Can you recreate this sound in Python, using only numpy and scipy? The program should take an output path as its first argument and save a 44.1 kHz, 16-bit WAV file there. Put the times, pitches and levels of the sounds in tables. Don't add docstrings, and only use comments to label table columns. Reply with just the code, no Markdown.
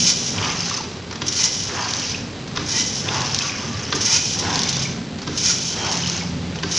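import sys
import numpy as np
from scipy import signal
from scipy.fft import rfft, irfft, next_fast_len
from scipy.io import wavfile
from scipy.ndimage import map_coordinates

SR = 44100
rng = np.random.default_rng(int(sys.argv[2]) if len(sys.argv) > 2 else 0)


def wrap_up_sound(samples):
    columns = np.atleast_2d(samples).T
    tamed = np.clip(columns, -1, 1)
    steps = np.round(tamed * 32767).astype(np.int16)
    wavfile.write(sys.argv[1], SR, steps)


N = 298998

# time the jaws close in seconds; levels in dB of the clack, frame thud,
# pour, tube rattle, film crackle, drive load and the pour's dull blows; the clack's rise in seconds;
# the cutting blade's pitch in Hz and its level in dB.
CYCLES = [(-0.134, -10, -21, -15.5, -32, -26, -0.5, -36.5, 0.0004, 3300, -22),
          (1.218, -9.5, -19, -17, -28.5, -26.5, -6, -30, 0.00044, 3350, -17),
          (2.572, -8.5, -17, -17.5, -27.5, -26, -3.5, -31, 0.00057, 3360, -18),
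          (3.925, -4, -21.5, -15, -28.5, -26, 2.5, -26, 0.0009, 3640, -14),
          (5.2735, -9.5, -16.5, -16, -30.5, -26, 0, -31, 0.002, 3570, -25),
          (6.632, -6.5, -20, -13, -21, -21, 0, -25.5, 0.0008, 3110, -18)]
CLOSE_S, CLACK_DB, _, POUR_DB, TUBE_DB, FILM_DB, LOAD_DB, BLOWS_DB, *_ = np.transpose(CYCLES)


def amp(db):
    return 10 ** (np.asarray(db) / 20)


def unit(x):
    return x / np.sqrt(np.mean(x ** 2) + 1e-20)


def along(points, hz):
    pitches, values = np.transpose(points)
    return np.interp(np.log(hz + 1), np.log(pitches), values)


def wobble(rate):
    steps = np.arange(0, N * rate / SR + 1, 1 / 10)
    curve = map_coordinates(rng.standard_normal(int(N * rate / SR) + 4), [steps])
    return np.interp(np.arange(N) * rate / SR, steps, curve)


def filtered(x, response):
    size = next_fast_len(N + SR // 2)
    return irfft(rfft(x, size) * response(np.fft.rfftfreq(size, 1 / SR)), size)[..., :N]


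def coloured(x, spectrum, size=4096):
    cepstrum = irfft(np.log(amp(along(spectrum, np.fft.rfftfreq(size, 1 / SR)))))
    cepstrum[1:size // 2] *= 2
    cepstrum[size // 2 + 1:] = 0
    impulse = irfft(np.exp(rfft(cepstrum)))
    return signal.fftconvolve(x, impulse / np.linalg.norm(impulse))[:N]


def add(track, s, sound):
    start = round(s * SR)
    sound = sound[max(-start, 0):]
    part = track[max(start, 0):][:len(sound)]
    part += sound[:len(part)]


def envelope(start, attack, hold, release):
    t = np.arange(N) / SR - start
    early = np.maximum(-t, 0) / attack
    late = np.maximum(t - hold, 0) / release
    return amp(-20 * (early ** 2 + late))


def stage(levels_db, delay, **shape):
    gains = [amp(db) * envelope(s + delay, **shape) for s, db in zip(CLOSE_S, levels_db)]
    return np.linalg.norm(gains, axis=0)


def impacts(rate, spread_db):
    chance = np.clip(rate / SR, 1e-4, 1)
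    sizes = amp(spread_db * np.clip(rng.standard_normal(N), -2, 2)) * rng.choice([-1, 1], N)
    return unit((rng.random(N) < chance) * sizes / np.sqrt(chance))


def bursts(rows, t60, attack):
    out, t = np.zeros(N), np.arange(SR // 3) / SR
    for s, db in rows:
        add(out, s, amp(db - 60 * t / t60) * (1 - np.exp(-t / attack)) * rng.standard_normal(len(t)))
    return out


def shimmer(hits, t60):
    decay = amp(-120 * np.arange(SR // 8) / SR / t60)
    energy = np.abs(signal.fftconvolve(hits ** 2, decay / decay.sum())[:N])
    return np.sqrt(energy) * rng.standard_normal(N)


def rasp(hz, width_hz, t):
    place = (t - t[0]) * width_hz
    slips = rng.standard_normal((2, int(place[-1]) + 2))
    a, b = [np.interp(place, np.arange(len(row)), row) for row in slips]
    return unit(a * np.cos(2 * np.pi * hz * t) + b * np.sin(2 * np.pi * hz * t))


def swell(rise, hz, roughness):
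    t = np.arange(-rise, rise, 1 / SR)
    return np.exp(-(2 * t / rise) ** 2) * rasp(hz, roughness * hz, t)


def tone(hz, drift, flutter_db):
    level = amp(flutter_db * wobble(12))
    return unit(level * np.sin(2 * np.pi * hz * np.arange(N) / SR + drift * wobble(9)))


def ring(modes, t, attack):
    strengths_db = 1.5 * rng.standard_normal(len(modes))
    notes = [amp(db + extra_db - 60 * t / t60) * np.sin(2 * np.pi * (hz * t + rng.random()))
             for (hz, db, t60), extra_db in zip(modes, strengths_db)]
    return (1 - np.exp(-t / attack)) * sum(notes)


def pings(count, hz, octaves, t60, spread_db):
    when, pitch, size = rng.random((count, 3)).T
    t = np.arange(SR // 40) / SR
    pitches = hz * 2 ** (octaves * (2 * pitch - 1))
    grains = amp(spread_db * size[:, None] - 60 * t / t60) * np.sin(2 * np.pi * pitches[:, None] * t)
    places = (when * N).astype(int)[:, None] + np.arange(len(t))
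    return unit(np.bincount(places.ravel(), grains.ravel(), N)[:N])


def clink(hz, db, t60):
    t = np.arange(SR // 8) / SR
    return amp(db - 3.5 - 60 * t / t60) * (1 - np.exp(-t / 0.0006)) * rasp(hz, 0.17 * hz, t)


def funnel_response(f):
    # pitch in Hz, width in Hz, boost in dB.
    sheet_modes = [(902, 10, 13), (1424, 22, 11), (2013, 30, 8.5), (2340, 26, 7.5), (2434, 35, 8),
                   (3068, 107, 7.5), (3434, 65, 7.5), (3840, 56, 6.5), (5050, 78, 3.5), (5430, 39, 5.5),
                   (5730, 110, 7), (5350, 87, 1.5), (6170, 53, 9), (6400, 87, 3.5), (6460, 61, 9.5),
                   (7240, 52, 2)]
    return 1 + sum((amp(db) - 1) * 1j * f * width / (hz * hz - f * f + 1j * f * width)
                   for hz, width, db in sheet_modes)


def funnel():
    # start in seconds, level in dB, fade in seconds.
    bright_bursts = [(0.001, -6, 0.045), (0.018, -13, 0.093), (0.04, -12, 0.065), (0.063, -6.5, .08),
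                     (0.09, -5.5, .06), (1.262, -15.5, .07), (1.2805, -8, 0.032), (1.323, -11.5, 0.036),
                     (1.3598, -12, .045), (1.4345, -8, 0.13), (2.6848, -13.5, 0.06), (2.709, -20, 0.094),
                     (3.415, -19.5, 0.079), (3.467, -18.5, .09), (3.9473, -12.5, 0.1), (4.005, -11.5, 0.14),
                     (4.048, -10, .11), (4.119, -8.5, 0.15), (4.386, -12, .11), (4.691, -9, 0.055),
                     (4.816, -15.5, 0.15), (5.3736, -9, 0.077), (5.43, -15, .06), (5.454, -8.5, 0.054),
                     (5.919, -12, 0.076), (6.709, -14, .1)]
    # frequency in Hz, level in dB.
    bright_colour = [(1300, -29.5), (2900, -10.5), (3700, -10), (4500, -5), (5300, -0.5), (5800, -1),
                     (6400, -7), (6800, -7.5), (7500, -15.5), (8400, -29), (10000, -24), (10700, -38)]
    dull_colour = [(500, -35), (900, -0.5), (1500, -4.5), (2400, 2), (3300, 6), (5000, -32.5)]
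    # peak time and rise in seconds, Hz, level in dB.
    singing_notes = [(1.44, 0.09, 2044, -34), (1.44, 0.08, 2950, -37.5), (2.77, 0.12, 1977, -33),
                     (2.79, 0.1, 3080, -33), (2.79, 0.09, 3840, -31.5), (2.78, 0.14, 917, -40.5),
                     (4.2, 0.14, 2495, -33), (5.49, 0.09, 1450, -36), (5.49, 0.1, 6770, -27)]
    pouring = dict(delay=0.22, attack=0.12, hold=0.021, release=0.039)
    pour = stage(POUR_DB, **pouring)
    slide = stage(POUR_DB, delay=0.16, attack=0.11, hold=0.25, release=0.24)
    stream = amp(wobble(65)) * np.hypot(pour, amp(-6) * slide)
    contacts = impacts(4000 * (stream / stream.max() + 0.25), spread_db=2)
    hits = stream * contacts
    hits += sum(bursts([(s, db)], t60, attack=0.038 * t60) for s, db, t60 in bright_bursts)
    sizzle = coloured(amp(-6) * hits + amp(-8.5) * shimmer(hits, t60=0.043), bright_colour)
    blows = coloured(stage(BLOWS_DB, **pouring) * contacts, dull_colour)
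    out = filtered(sizzle + blows, funnel_response)
    for s, rise, hz, db in singing_notes:
        add(out, s - rise, amp(db) * swell(rise, hz, roughness=0.09))
    return out


def drive():
    # time in seconds, level in dB.
    rumble_levels = [(0.05, -29), (1.03, -35.5), (2.95, -30), (3.13, -29), (3.43, -32.5), (4.8, -28.5),
                     (5.64, -33), (6.31, -28), (6.72, -31)]
    hum_levels = [(0.03, -29), (0.36, -42), (0.64, -31), (0.72, -39.5), (0.87, -37.5), (3.42, -50),
                  (4.58, -36), (4.61, -32), (5.08, -40), (5.8, -36), (5.97, -29), (6.16, -31.5),
                  (6.28, -26.5), (6.42, -27.5), (6.52, -32.5), (6.72, -32.5)]
    # frequency in Hz, level in dB.
    rumble_colour = [(8, -55), (22, -24), (40, -14), (65, -8.5), (88, -10.5), (115, -1.5), (145, 0),
                     (200, -1), (240, 0.5), (300, -8), (340, -19.5), (420, -16), (600, -18.5), (900, -78)]
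    whirr_colour = [(180, -33), (300, -0.5), (406, 2.5), (451, -0.5), (548, -2.5), (647, -6.5), (730, -4.5),
                    (1030, -8), (1110, -9), (3720, -11.5), (4010, -10), (7210, -19), (8140, -29),
                    (9460, -77), (11000, -80), (14300, -80), (22000, -120)]
    # pitch in Hz, level in dB.
    motor_tones = [(86.3, -58.5), (132, -47.5), (231, -49), (1561, -57), (3908, -55.5), (4764, -56.5)]
    # peak time and rise in seconds, Hz, level in dB.
    strains = [(0.391, 0.063, 102, -30), (0.305, 0.11, 213.2, -35.5), (3.23, 0.65, 133, -35.5),
               (3.463, 0.24, 1138, -38), (3.72, 0.24, 1172, -40), (4.646, 0.42, 3580, -36.5),
               (4.824, 0.21, 133.6, -27.5), (5.82, 0.3, 3180, -36), (6.05, 0.19, 133, -31),
               (6.42, 0.48, 86.4, -35), (1.922, 0.24, 109, -38), (3.767, 0.12, 104, -34),
               (5.049, 0.2, 230, -32.5)]
    t = np.arange(N) / SR
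    rumble_db = np.interp(t, *np.transpose(rumble_levels))
    hum_db = np.interp(t, *np.transpose(hum_levels))
    load = stage(LOAD_DB, delay=0.504, attack=0.08, hold=0.041, release=0.31)
    drift_db = 0.22 * (rumble_db - rumble_db.mean())
    rumble = amp(rumble_db - 2 + 0.5 * load + 0.89 * wobble(7.5))
    rumble *= coloured(rng.standard_normal(N), rumble_colour)
    hum = amp(hum_db - 2) * tone(173, drift=0.4, flutter_db=-2)
    boom = amp(-41 + 6.5 * load + drift_db) * rasp(97, width_hz=38, t=t)
    whirr = amp(-35.5 + 5.5 * load + drift_db + 0.52 * wobble(11))
    whirr *= coloured(impacts(3000, spread_db=1.5), whirr_colour)
    tones = sum(amp(db) * tone(hz, drift=0.91, flutter_db=1.5) for hz, db in motor_tones)
    out = rumble + hum + boom + whirr + tones
    for s, rise, hz, db in strains:
        roughness = 0.08 if hz > 1000 else 0.012
        add(out, s - rise, amp(db) * swell(rise, hz, roughness))
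    return out


def snaps():
    # start in seconds, level in dB.
    hits = [(0.0715, -9), (0.103, -9), (0.606, -14), (0.658, -12), (0.697, -11), (0.775, -12.5),
            (1.9092, -10.5), (1.9368, -8), (1.967, -12), (1.9968, -11), (2, -12), (2.038, -15),
            (3.2186, -11), (3.3458, -3), (3.3885, -4), (4.557, -5), (4.592, -4.5), (4.618, -8),
            (4.634, -7.5), (4.6896, -5), (4.728, -10), (4.738, -20), (4.768, -10.5), (5.915, -8),
            (5.9703, -12.5), (5.975, -10), (6.074, -8), (6.098, -9)]
    # frequency in Hz, level in dB.
    snap_colour = [(1500, -26.5), (2800, -11), (3800, -2.5), (5000, -0.5), (6200, 2.5), (7000, -6.5),
                   (8500, -25), (10500, -25)]
    clicks, t = np.zeros(N), np.arange(SR // 50) / SR
    click_hz, click_t60 = 4800, 0.0013
    for s, db in hits:
        hz = click_hz * 2 ** (0.14 * rng.standard_normal())
        add(clicks, s, ring([(hz, db, click_t60)], t, attack=0.000088))
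    shivers = bursts(hits, t60=0.016, attack=0.0001)
    return coloured(amp(2.5) * clicks + amp(-6) * shivers, snap_colour)


def tube_and_bag():
    # frequency in Hz, level in dB.
    tube_colour = [(200, -14), (330, 2.5), (450, -8.5), (640, -6), (790, -9), (1000, 2), (1250, -3),
                   (1450, 3.5), (1700, 4.5), (2300, -0.5), (3300, 3), (5000, -69.5)]
    film_colour = [(600, -27), (1500, -14), (2400, -3.5), (3300, -6.5), (4200, -4.5), (5200, 2.5),
                   (6200, 2), (6800, -5.5), (7500, -14.5), (8500, -31.5), (10500, -28.5)]
    drop = stage(TUBE_DB, delay=0.582, attack=0.17, hold=0.045, release=0.2)
    pull = stage(FILM_DB, delay=0.6, attack=0.13, hold=0.28, release=0.21)
    drag = envelope(start=3.55, attack=0.23, hold=0.38, release=0.08)
    jostle = amp(-8.5) * pull
    rattle_gain = np.hypot(drop, jostle + amp(-35) * drag)
    crackle_gain = np.hypot(pull, amp(-33) * drag)
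    knocks = pings(count=2500, hz=1030, octaves=0.535, t60=0.072, spread_db=21)
    rattle = amp(-4) * coloured(impacts(900, spread_db=0.5), tube_colour) + amp(-7.5) * knocks
    creases = shimmer(impacts(260, spread_db=4), t60=0.04)
    ticks = pings(count=4500, hz=4200, octaves=0.7, t60=0.02, spread_db=16)
    crackle = amp(-3.5) * creases + amp(-9) * ticks + amp(-7) * impacts(4000, spread_db=2.5)
    return rattle_gain * rattle + coloured(crackle_gain * crackle, film_colour)


def scrapes():
    # peak time in seconds, level in dB, pitch in Hz, rise in seconds.
    rubs = [(0.46, -29, 1083, 0.15), (1.822, -29, 1008, .15), (3.172, -27, 957, .17),
            (4.505, -28.5, 952, .17), (5.895, -30.5, 882, 0.17)]
    out = np.zeros(N)
    for s, db, hz, rise in rubs:
        overtone = amp(-7.5) * swell(rise, 1.55 * hz, roughness=0.5)
        add(out, s - rise, amp(db) * (swell(rise, hz, roughness=0.55) + overtone))
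    return out


def squeaks():
    # peak time in seconds, level in dB, pitch in Hz, rise in seconds.
    chirps = [(0.386, -18, 2880, 0.01), (0.428, -19, 2850, 0.0084), (0.449, -22, 2780, 0.03),
              (0.503, -26, 2554, 0.037), (0.785, -31.5, 1102, 0.039), (3.089, -13, 3030, 0.0066),
              (6.237, -31, 896, 0.029)]
    out = np.zeros(N)
    for s, db, hz, rise in chirps:
        add(out, s - rise, amp(db - 2.5) * swell(rise, hz, roughness=0.5))
    return out


def guide_clinks():
    # start in seconds, level in dB, pitch in Hz.
    knocks = [(0.682, -22, 1385), (0.713, -22, 1160), (0.804, -22.5, 890), (2.1445, -16, 2670),
              (3.366, -19, 950), (3.408, -18, 2510), (3.416, -19, 3130), (3.494, -18.5, 2390),
              (3.5195, -19.5, 2280), (3.539, -21, 2390), (3.559, -25.5, 2210), (4.662, -16, 2310),
              (4.7625, -21, 3600), (4.814, -23, 3480), (4.853, -16, 2276), (4.9187, -28, 2250),
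              (6.0338, -19, 3030), (6.0602, -18, 3080), (6.2099, -18.5, 2230), (6.586, -23, 3090)]
    out = np.zeros(N)
    for s, db, hz in knocks:
        add(out, s, clink(hz, db, t60=0.042))
    return out


def jaws():
    # pitch in Hz, level in dB, fade in seconds.
    jaw_modes = [(870, -11, 0.016), (1083, 8, 0.016), (1170, 1, 0.019), (1420, -2.5, 0.02),
                 (1560, 0.5, 0.033), (2000, -3.5, 0.027), (2590, 0, 0.015), (3150, 3, 0.015),
                 (3630, -3.5, 0.025), (4440, -14, 0.04), (4890, -6, 0.03)]
    frame_modes = [(90, -3, 0.35), (134.5, 1.5, 0.23), (296.6, 0.5, 0.45), (331, -6.5, 0.25),
                   (401, -5, 0.25)]
    # start in seconds, level in dB.
    linkage_knocks = [(1.1105, -15), (1.1265, -15.5), (1.156, -14.5), (1.694, -11.5), (2.476, -17.5),
                      (2.513, -21), (2.5533, -17), (2.56, -11.5), (2.5944, -12.5), (5.186, -17),
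                      (5.217, -14.5), (5.229, -20), (6.179, -20), (6.556, -14), (6.5874, -19)]
    # frequency in Hz, level in dB.
    panel_colour = [(50, -21), (90, -10), (280, -4.5), (420, 0), (650, -23), (1500, -80)]
    steel_colour = [(200, 1), (700, 7), (1200, 12), (2200, 7.5), (3200, 8), (6000, 11.5),
                    (7200, -3), (8500, -69)]
    ringing, t = np.zeros(N), np.arange(SR // 2) / SR
    for s, db, thud_db, *_, rise, blade_hz, blade_db in CYCLES:
        add(ringing, s, clink(blade_hz, blade_db, t60=0.038))
        add(ringing, s, amp(db - 18.5) * ring(jaw_modes, t, attack=rise))
        add(ringing, s + 0.004, amp(db - 13) * ring(jaw_modes, t, attack=0.0015))
        add(ringing, s, amp(thud_db - 8) * ring(frame_modes, t, attack=0.0054))
    panels = coloured(bursts(zip(CLOSE_S, CLACK_DB), t60=0.19, attack=0.013), panel_colour)
    cracks = sum(bursts([(s, db)], t60=0.028, attack=rise) for s, db, *_, rise, _, _ in CYCLES)
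    shudder = bursts(zip(CLOSE_S, CLACK_DB), t60=0.49, attack=0.063)
    ticks = bursts(linkage_knocks, t60=0.051, attack=0.0003)
    touches = bursts(zip(CLOSE_S - 0.006, CLACK_DB), t60=0.02, attack=0.0026)
    contacts = amp(-10) * touches + amp(-5.5) * cracks + amp(-13) * shudder + amp(-10) * ticks
    return ringing + amp(-16) * panels + coloured(contacts, steel_colour)


def workshop(x):
    # frequency in Hz, fade in seconds.
    fade_times = [(150, 0.73), (2000, 0.79), (9000, 0.16)]
    hz, t, noise = signal.stft(rng.standard_normal(SR // 2), SR, nperseg=256)
    tail = signal.istft(noise * amp(-60 * t / along(fade_times, hz)[:, None]), SR, nperseg=256)[1]
    return signal.fftconvolve(np.pad(x, (SR // 200, 0)), tail / np.linalg.norm(tail))[:N]


def scene():
    # frequency in Hz, level of the sides against the middle in dB.
    stereo_width = [(30, -19), (80, -40), (170, -55), (350, -30), (2000, -23), (6000, -19.5), (8500, -7.5)]
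    work = funnel() + tube_and_bag() + snaps() + guide_clinks() + jaws() + scrapes() + squeaks()
    mid = amp(-1.5) * work + amp(-11.5) * workshop(work) + drive()
    side = filtered(workshop(mid), lambda hz: amp(along(stereo_width, hz)))
    return np.array([mid + side, mid - side]) * amp([[-0.2], [0.2]])


def record(dry):
    rounded = dry / (1 + (dry / 0.85) ** 6) ** (1 / 6)
    return filtered(rounded, lambda hz: (hz > 10) & (hz < 10700))


dry = scene()
out = record(dry)
wrap_up_sound(out)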